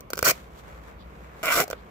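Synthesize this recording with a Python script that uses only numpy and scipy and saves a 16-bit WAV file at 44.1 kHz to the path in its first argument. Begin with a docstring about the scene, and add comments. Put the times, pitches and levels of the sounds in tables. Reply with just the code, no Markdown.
"""Two hands tear open a fabric pencil case, close to the microphone in a quiet, humming room.
First, single stitches pop and make the tight cloth ring. The case jerks with a low thump and
rips in one fast run of tiny clicks, one for each breaking thread. The hands rustle to a new grip.
Then a second, slower rip starts as a rattle of thick threads, speeds up and slows again.
A few last threads snap, and the rustling fades."""
import sys
import numpy as np
from scipy import signal
from scipy.fft import rfft, irfft
from scipy.io import wavfile

SR = 44100
rng = np.random.default_rng(int(sys.argv[2]) if len(sys.argv) > 2 else 0)


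def pcm_store(signal):
    """Save signal as 16-bit PCM."""
    levels = np.round(np.clip(np.atleast_2d(signal), -1, 1) * 32767)
    wavfile.write(sys.argv[1], SR, levels.astype(np.int16).T)


N = 83790
T = np.arange(N) / SR


def amp(db):
    """Turns decibels into a gain."""
    return 10 ** (np.asarray(db) / 20)


def unit(x):
    """Scales a signal to an average power of 1."""
    return x / np.sqrt(np.mean(x ** 2) + 1e-20)


def at_pitch(table, hz):
    """Reads a table between its rows, on a musical (log) pitch scale."""
    pitch_hz, value = np.transpose(table)
    return np.interp(np.log(hz + 1), np.log(pitch_hz + 1), value)


def at_time(table, seconds):
    """Reads a table between its rows, along time."""
    return np.interp(seconds, *np.transpose(table))


def response(tone, size=2048):
    """The short sound that one click makes when given this tone."""
    log_gain = np.log(amp(at_pitch(tone, abs(np.fft.fftfreq(size, 1 / SR)))))
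    return np.fft.ifft(np.exp(np.conj(signal.hilbert(log_gain)))).real[:size // 2]


def ring(x, taps):
    """Filters left and right through a response scaled to energy 1."""
    return signal.fftconvolve(x, np.atleast_2d(taps / np.linalg.norm(taps)), axes=1)[:, :N]


def drift(seconds):
    """A smooth random wobble; more seconds make it slower."""
    smoothing = np.exp(-(np.fft.rfftfreq(N, 1 / SR) * seconds) ** 2)
    return unit(irfft(rfft(rng.standard_normal(N)) * smoothing, N))


# How alike the two microphones hear noise (1 = the same): pitch_hz, likeness
NOISE_LIKENESS = [(60, 0.83), (200, 0.97), (700, 0.39), (2000, 0.2), (5000, 0.083)]
def noise(tone, left_lag_ms=0.362):
    """Noise from all around, most alike left and right in the bass."""
    hz = np.fft.rfftfreq(N, 1 / SR)
    shared, separate = rfft(rng.standard_normal((2, N)))
    likeness = at_pitch(NOISE_LIKENESS, hz)
    left = shared * np.exp(-2j * np.pi * hz * left_lag_ms / 1000)
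    right = likeness * shared + np.sqrt(1 - likeness ** 2) * separate
    return unit(irfft(np.array([left, right]) * amp(at_pitch(tone, hz)), N))


# Tone of the still room: pitch_hz, level_db
AIR_TONE = [(20, -28), (35, -32), (55, 3), (100, -9.5), (170, -4), (250, -12.5), (520, -11.5), (900, -18.5),
            (1100, -13), (1700, -33), (2200, -24), (4000, -40.5), (9500, -53.5), (14000, -42.5),
            (16000, -53)]
# Slow swell of the hum: time_s, level_db
HUM_SWELL = [(0, -5), (.55, 4.5), (1.2, 2.5), (1.5, -19), (1.9, -16)]
def background(air_db=-47.5, hum_db=-53, hum_hz=59, wander_hz=6.3 / 2):
    """Soft room noise and a low, wavering hum."""
    waver = 1 + 0.4 * drift(0.042)
    pitch_hz = hum_hz + wander_hz * drift(0.045)
    hum = unit(waver * np.sin(2 * np.pi * np.cumsum(pitch_hz) / SR))
    return amp(air_db) * noise(AIR_TONE) + amp(hum_db + at_time(HUM_SWELL, T)) * hum


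# Time the room's echo takes to fade by 60 dB: pitch_hz, fade_s
ROOM_FADE = [(150, 0.14), (600, 0.13), (2000, 0.14), (6000, 0.097), (15000, 0.086)]
def room(x, near_db=-6.5, near_fade_s=0.0024, near_hz=1810, tail_db=-16.5):
    """Treble bounces off the hands and chest, then the room rings faintly."""
    t = T[:SR // 2]
    near = rng.standard_normal((2, len(t))) * (t > .0012) * np.exp(-t / near_fade_s)
    near = signal.lfilter(*signal.butter(1, near_hz, "high", fs=SR), near)
    echoes = rng.standard_normal((2, len(t))) * (t > .004)
    hz, age_s, spectrum = signal.stft(echoes, SR, nperseg=256)
    fade = amp(-60 * age_s / at_pitch(ROOM_FADE, hz)[:, None])
    tail = signal.istft(spectrum * fade, SR, nperseg=256)[1]
    return x + np.sqrt(2) * (amp(near_db) * ring(x, near) + amp(tail_db) * ring(x, tail))


# Cloth sliding in the hands: time_s, rub_db, swish_db
HANDLING = [(0, -60, -82), (.08, -63, -78), (0.128, -61, -95), (.22, -77, -52), (.37, -49.5, -53.5),
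            (.5, -57.5, -70), (.55, -55, -63), (.595, -52, -54.5), (.625, -55.5, -67.5),
            (.68, -47.5, -59.5), (.79, -50, -65), (.81, -56, -67), (.885, -48, -60.5), (0.959, -54.5, -74),
            (1.015, -56.5, -71), (1.06, -55, -72), (1.24, -51, -64), (1.31, -51.5, -69.5),
            (1.41, -49, -58.5), (1.718, -49.5, -61), (1.77, -53, -70), (1.9, -55.5, -68)]
# Tones of the dull rub and the bright swish: pitch_hz, level_db
RUB_TONE = [(100, -36.5), (450, 5.5), (850, 1), (1400, 1.5), (1750, -0.5), (2300, -5.5), (3200, -18.5),
            (8000, -33)]
SWISH_TONE = [(1000, -20), (3400, 6.5), (5000, -0.5), (7300, 2), (9500, -8.5), (13000, -1.5), (16000, -8)]
def handling(grain_db=1.8, grain_s=.004):
    """Cloth rubs against fingers and sleeves with a grainy rustle."""
    time_s, rub_db, swish_db = np.transpose(HANDLING)
    grain = unit(amp(grain_db * drift(grain_s).clip(-2, 2)))
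    rub = noise(RUB_TONE) * amp(np.interp(T, time_s, rub_db))
    swish = noise(SWISH_TONE) * amp(np.interp(T, time_s, swish_db))
    return grain * (rub + swish)


# Short swells of hiss: middle_s, half_length_s, level_db
HISS_SWELLS = [(1.015, 0.024, -58), (1.732, 0.0045, -41.5), (1.785, 0.035, -62.5)]
# Their tone: pitch_hz, level_db
HISS_TONE = [(2000, -31), (3400, 5), (4000, 0), (4800, -2), (6000, -24), (10000, -31)]
def hiss_swells(grain_db=3, grain_s=.002):
    """Grainy hisses: a soft cloth brush, the freed cloth flicking past the hand as the last stitch snaps,
    another brush."""
    swell = sum(amp(db) * np.exp(-((T - middle_s) / half_s) ** 2) for middle_s, half_s, db in HISS_SWELLS)
    grain = unit(amp(grain_db * drift(grain_s).clip(-2, 2)))
    return swell * grain * noise(HISS_TONE)


def jerk(start_s=.228, pitch_hz=92.5, fade_s=0.0051, level_db=-23):
    """The seam gives way and the whole case pushes the air: a low thump."""
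    t = np.maximum(T - start_s, 0)
    return amp(level_db) * np.exp(-t / fade_s) * np.sin(2 * np.pi * pitch_hz * t)


def clicks(times, sizes, lead_ms, reach=8):
    """Clicks timed between samples; a positive lead_ms reaches the left microphone first."""
    out = np.zeros((2, N))
    for side, when in zip(out, (times, times + lead_ms / 1000)):
        samples = np.floor(when * SR).astype(int)[:, None] + np.arange(1 - reach, reach + 1)
        offset = samples - when[:, None] * SR
        pulses = sizes[:, None] * np.sinc(offset) * np.sinc(offset / reach)
        np.add.at(side, np.clip(samples, 0, N - 1), pulses)
    return out


WANDER_MS, BODY_LEAD_MS = 0.059, 0.18  # scatter of the lead; added lead for the cloth's low sound
def fibres(times, sizes, lead_ms, spread_s, count=9, spread_db=8):
    """Each thread parts as a tight cluster of finer fibres, which makes a fizz."""
    strength, sign, place, u, v, w = rng.standard_normal((len(times), count, 6)).transpose(2, 0, 1)
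    delay_s = spread_s * (u ** 2 + v ** 2 + w ** 2) / 2
    snaps = np.sign(sign) * amp(spread_db * strength) * np.exp(-delay_s / spread_s / 2)
    snaps *= sizes[:, None] / np.linalg.norm(snaps, axis=1, keepdims=True)
    return clicks((times[:, None] + delay_s).ravel(), snaps.ravel(), lead_ms + WANDER_MS * place.ravel())


# Single stitches popping: start_s, body_db, rasp_db, fizz_db, pitch_hz
STITCHES = [(.0065, -48.5, -51, -45, 490), (0.1033, -36.5, -40, -37, 524), (0.1084, -54, -52.5, -45, 502),
            (.133, -27.5, -24, -28, 388), (0.1556, -62, -47, -43, 496), (.172, -36, -43, -41, 460),
            (.1772, -34, -29.5, -35, 457), (0.1836, -51, -49, -41.5, 484), (0.1906, -57, -49, -28.5, 470),
            (.191, -31.5, -26, -38, 428), (0.211, -45, -54, -47, 459), (0.2276, -21, -18, -23.5, 499),
            (1.6795, -38, -45, -45, 585), (1.7016, -29.5, -38, -37, 514), (1.709, -36, -43.5, -46, 518),
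            (1.711, -44, -33, -36.5, 580), (1.730, -26.5, -27.5, -47.5, 492)]
# Notes of the tight cloth, each fading by 60 dB: pitch_ratio, level_db, fade_s
CLOTH_NOTES = [(.8, -17, 0.0099), (1.002, 4, 0.025), (1.18, -6, 0.038)]
# Tones of a breaking thread, from middle to high, also used for ripping: pitch_hz, level_db
RASP_TONE = [(200, -45), (780, -39), (920, -5.5), (1060, 5.5), (1550, 7), (1850, -8), (2300, -7.5),
             (3100, -22), (7000, -54.5)]
UPPER_RASP_TONE = [(500, -58.5), (1700, -16.5), (2050, 1), (2350, -0.5), (2650, -6.5), (3100, -14),
                   (7000, -44.5)]
FIZZ_TONE = [(500, -52), (2400, -24.5), (3200, -7.5), (3700, -11.5), (4400, 2.5), (5000, 2), (5900, 7),
             (7300, 1.5), (8800, -5.5), (10600, -7.5), (13200, 4.5), (14300, 4), (15300, 1.5), (16500, 3.5)]
def stitches(body_db=-2.5, rasp_db=-2, upper_db=-13.5, fizz_db=1.0, lead_ms=0.077, rise_s=0.00052):
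    """Lone stitches pop, and each makes the tight cloth ring briefly at its own pitch."""
    times, body, rasp, fizz, pitches = np.transpose(STITCHES)
    size = np.sqrt(0.0081 * SR)  # a click with the energy of 8.1 ms of sound
    t = T[:SR // 10]
    out = ring(clicks(times, size * amp(rasp + rasp_db), lead_ms), response(RASP_TONE))
    out += ring(clicks(times, size * amp(rasp + upper_db), lead_ms), response(UPPER_RASP_TONE))
    out += ring(fibres(times, size * amp(fizz + fizz_db), lead_ms, spread_s=.0006), response(FIZZ_TONE))
    for start_s, level_db, pitch_hz in zip(times[:, None], body[:, None], pitches):
        notes = sum(amp(db - 60 * t / fade_s) * np.sin(2 * np.pi * pitch_hz * ratio * t)
                    for ratio, db, fade_s in CLOTH_NOTES)
        pop = clicks(start_s, size * amp(level_db + body_db), BODY_LEAD_MS)
        out += ring(pop, notes * np.expm1(-t / rise_s))
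    return out


# Speed of the tear: time_s, threads_per_s
TEAR_SPEED = [(.24, 1510), (.27, 2100), (.31, 1860), (1.43, 640), (1.50, 760), (1.535, 1056), (1.585, 900),
              (1.61, 630), (1.64, 390)]
# Strength of the fine threads: time_s, level_db
FINE_LEVEL = [(.32, 0), (1.43, -1.5), (1.49, -5.5), (1.505, 0.5), (1.56, 1)]
def fine_threads(start_s, end_s, count=400, gap_spread=.4, spread_db=2.0, wobble_db=.8):
    """Fine threads break at uneven steps, each with its own time, size, place and direction."""
    speed = at_time(TEAR_SPEED, T)
    torn = np.cumsum(speed * (T >= start_s) * (T <= end_s)) / SR
    gap, strength, place, tug = rng.standard_normal((count, 4)).T
    position = np.cumsum(np.exp(gap_spread * gap - gap_spread ** 2 / 2))
    position = position - position[0] + 1e-6
    times = np.interp(np.minimum(position, torn[-1] - 1e-6), torn, T)
    wobble = np.interp(times, T, drift(seconds=.005))
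    sizes = unit(amp(spread_db * strength.clip(-2, 2) + wobble_db * wobble))
    sizes *= position < torn[-1]  # threads beyond the tear stay whole
    sizes *= np.sqrt(SR / np.interp(times, T, speed))  # speed alone does not change the level
    return times, sizes * amp(at_time(FINE_LEVEL, times)), place, np.sign(tug)


# Thick threads snapping in the slow rip: start_s, level_db
THICK_THREADS = [(1.4304, -1), (1.4352, 2.5), (1.4382, 0), (1.4414, -1), (1.4503, 0), (1.457, 4),
                 (1.4627, 0), (1.467, 0.5), (1.4689, -3.5), (1.4735, -2), (1.48, 3), (1.4828, -2),
                 (1.4862, 0.5), (1.4898, 1.5), (1.495, -2), (1.5089, -0.5), (1.5445, 1.5), (1.5792, 2.5),
                 (1.5991, -1.5), (1.6109, 1.5), (1.6249, -7)]
def thick_threads(start_s, end_s, fine_times, hold_s=.0025, energy_s=0.0028):
    """A thick thread holds the tear for a moment, silencing the fine ones, then snaps."""
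    times, level_db = np.transpose(THICK_THREADS)
    inside = (times >= start_s) & (times <= end_s)
    wait_s = times[inside] - fine_times[:, None]
    held = ((wait_s > 0) & (wait_s < hold_s)).any(1)
    return times[inside], np.sqrt(energy_s * SR) * amp(level_db[inside]), held


# The freed flap drums louder as it grows, then dies down: time_s, level_db
FLAP_LEVEL = [(1.52, -54.5), (1.58, -33.5), (1.604, -28), (1.645, -42.5)]
# Its low tone: pitch_hz, level_db
FLAP_TONE = [(80, -23), (200, -8), (330, -3.5), (480, -0.5), (660, -11.5), (1500, -57)]
def rip(course, body_tone, fizz_tone, lead_ms, body_db, rasp_db, upper_db, fizz_db, tone_spread_db=1.5):
    """The tear runs through the weave; each breaking thread shakes the cloth, rasps and fizzes."""
    time_s, *levels = np.transpose(course)
    fine_times, fine_sizes, place, direction = fine_threads(time_s[0], time_s[-1])
    thick_times, thick_sizes, held = thick_threads(time_s[0], time_s[-1], fine_times)
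    times = np.append(fine_times, thick_times)
    sizes = np.append(fine_sizes * ~held, thick_sizes)
    leads = lead_ms + WANDER_MS * np.append(place, np.zeros_like(thick_times))
    direction = np.append(direction, np.ones_like(thick_times))
    # Every thread gets a slightly different mix of low and high sound.
    tints = tone_spread_db * rng.standard_normal((len(times), len(levels))).clip(-2, 2).T
    body, rasp, upper, fizz = (sizes * amp(np.interp(times, time_s, level) + tint)
                               for level, tint in zip(levels, tints))
    flap = sizes * amp(at_time(FLAP_LEVEL, times))
    return (amp(body_db) * ring(clicks(times, body * direction, leads + BODY_LEAD_MS), response(body_tone))
            + ring(clicks(times, flap * direction, leads + BODY_LEAD_MS), response(FLAP_TONE))
            + amp(rasp_db) * ring(clicks(times, rasp * direction, leads), response(RASP_TONE))
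            + amp(upper_db) * ring(clicks(times, upper, leads), response(UPPER_RASP_TONE))
            + amp(fizz_db) * ring(fibres(times, fizz, lead_ms, spread_s=.0007), response(fizz_tone)))


# Course of the first rip: time_s, body_db, rasp_db, upper_rasp_db, fizz_db
FAST_RIP = [(0.24, -40, -41, -34, -47), (0.249, -37, -28.5, -36.5, -17), (0.268, -31, -16, -41.5, -21),
            (0.285, -29, -24, -26.5, -18.5), (0.302, -32, -23, -31, -20.5), (0.311, -37, -25.5, -30, -18),
            (0.317, -22, -43.5, -30.5, -30)]
# Low tone of the shaken cloth (its body): pitch_hz, level_db
FAST_BODY_TONE = [(40, -21.5), (130, -5.5), (280, -9.5), (430, 0), (540, -1), (700, -2), (850, -14.5),
                  (1300, -18.5), (4000, -74.5)]
def fast_rip():
    """Fine threads break so quickly that their clicks blur into one rasp."""
    return rip(FAST_RIP, FAST_BODY_TONE, FIZZ_TONE, lead_ms=-0.11,
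               body_db=1.0, rasp_db=1.5, upper_db=-0.5, fizz_db=1.5)


# Course of the second rip: time_s, body_db, rasp_db, upper_rasp_db, fizz_db
SLOW_RIP = [(1.429, -29, -36, -31.5, -31), (1.44, -30.5, -32, -43, -38.5), (1.451, -36, -30, -34, -31.5),
            (1.485, -28, -28, -26.5, -33), (1.51, -33, -25.5, -33.5, -33), (1.535, -38, -26, -39, -26),
            (1.55, -33, -28.5, -45, -25.5), (1.572, -27.5, -29.5, -43.5, -25.5),
            (1.588, -26.5, -26, -42, -26.5), (1.603, -23, -24.5, -32, -25),
            (1.616, -24.5, -26, -37.5, -29.5), (1.624, -31.5, -45, -38.5, -31.5),
            (1.641, -28, -51, -44.5, -35.5)]
# Tones of its shaken cloth and its fizzing fibres: pitch_hz, level_db
SLOW_BODY_TONE = [(40, -12), (130, -9.5), (280, -7), (430, -0.5), (570, 6), (720, 4.5), (850, -7.5),
                  (1300, -42), (4000, -38)]
SLOW_FIZZ_TONE = [(500, -39), (2400, -6.5), (3200, -4.5), (4900, 0.5), (5600, 7), (6400, 1.5), (7500, 6),
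                  (8500, -8.5), (10600, -3), (13000, 4.5), (15300, 3.5), (16500, -8)]
# How the case muffles the right microphone: pitch_hz, share_of_cut
CASE_SHADOW = [(5000, 0.15), (8000, 0.55), (12000, 1)]
def slow_rip(cut_db=5.0):
    """The tear rattles over thick threads; the case is in the way and dulls the right side."""
    left, right = rip(SLOW_RIP, SLOW_BODY_TONE, SLOW_FIZZ_TONE, lead_ms=0.075,
                      body_db=-1.5, rasp_db=5, upper_db=1, fizz_db=0.0)
    muffle = response([(hz, -cut_db * share) for hz, share in CASE_SHADOW])
    return np.array([left, signal.fftconvolve(right, muffle)[:N]])


# Tone of each microphone opening: pitch_hz, level_db
LEFT_MIC_TONE = [(300, -3), (800, -1.5), (1100, -6), (1550, -12.5), (1950, 3), (2500, -3), (3200, 5.5),
                 (6000, -4), (7600, 1.5), (9200, 6), (13000, 1)]
RIGHT_MIC_TONE = [(300, -2), (800, 2.5), (1100, -5.5), (1550, -0.5), (1950, -2.5), (2500, 7.5), (3200, 4),
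                  (6000, -1.5), (7600, 0), (9100, -19), (9800, 4.5), (10500, -17), (12000, -4), (15000, -2)]
def scene():
    """Rips and stitches pass through the room and microphones; the other sounds join them."""
    tearing = fast_rip() + slow_rip() + stitches()
    microphones = np.array([response(LEFT_MIC_TONE), response(RIGHT_MIC_TONE)])
    heard = signal.fftconvolve(room(tearing), microphones, axes=1)[:, :N]
    return heard + jerk() + handling() + hiss_swells() + background()


def record(dry):
    """Cuts away the very highest treble."""
    cutoff_hz = 15700
    low_pass = signal.firwin(255, cutoff_hz, window=("kaiser", 8), fs=SR)
    return signal.oaconvolve(dry, low_pass[None], "same")


dry = scene()
out = record(dry)
pcm_store(out)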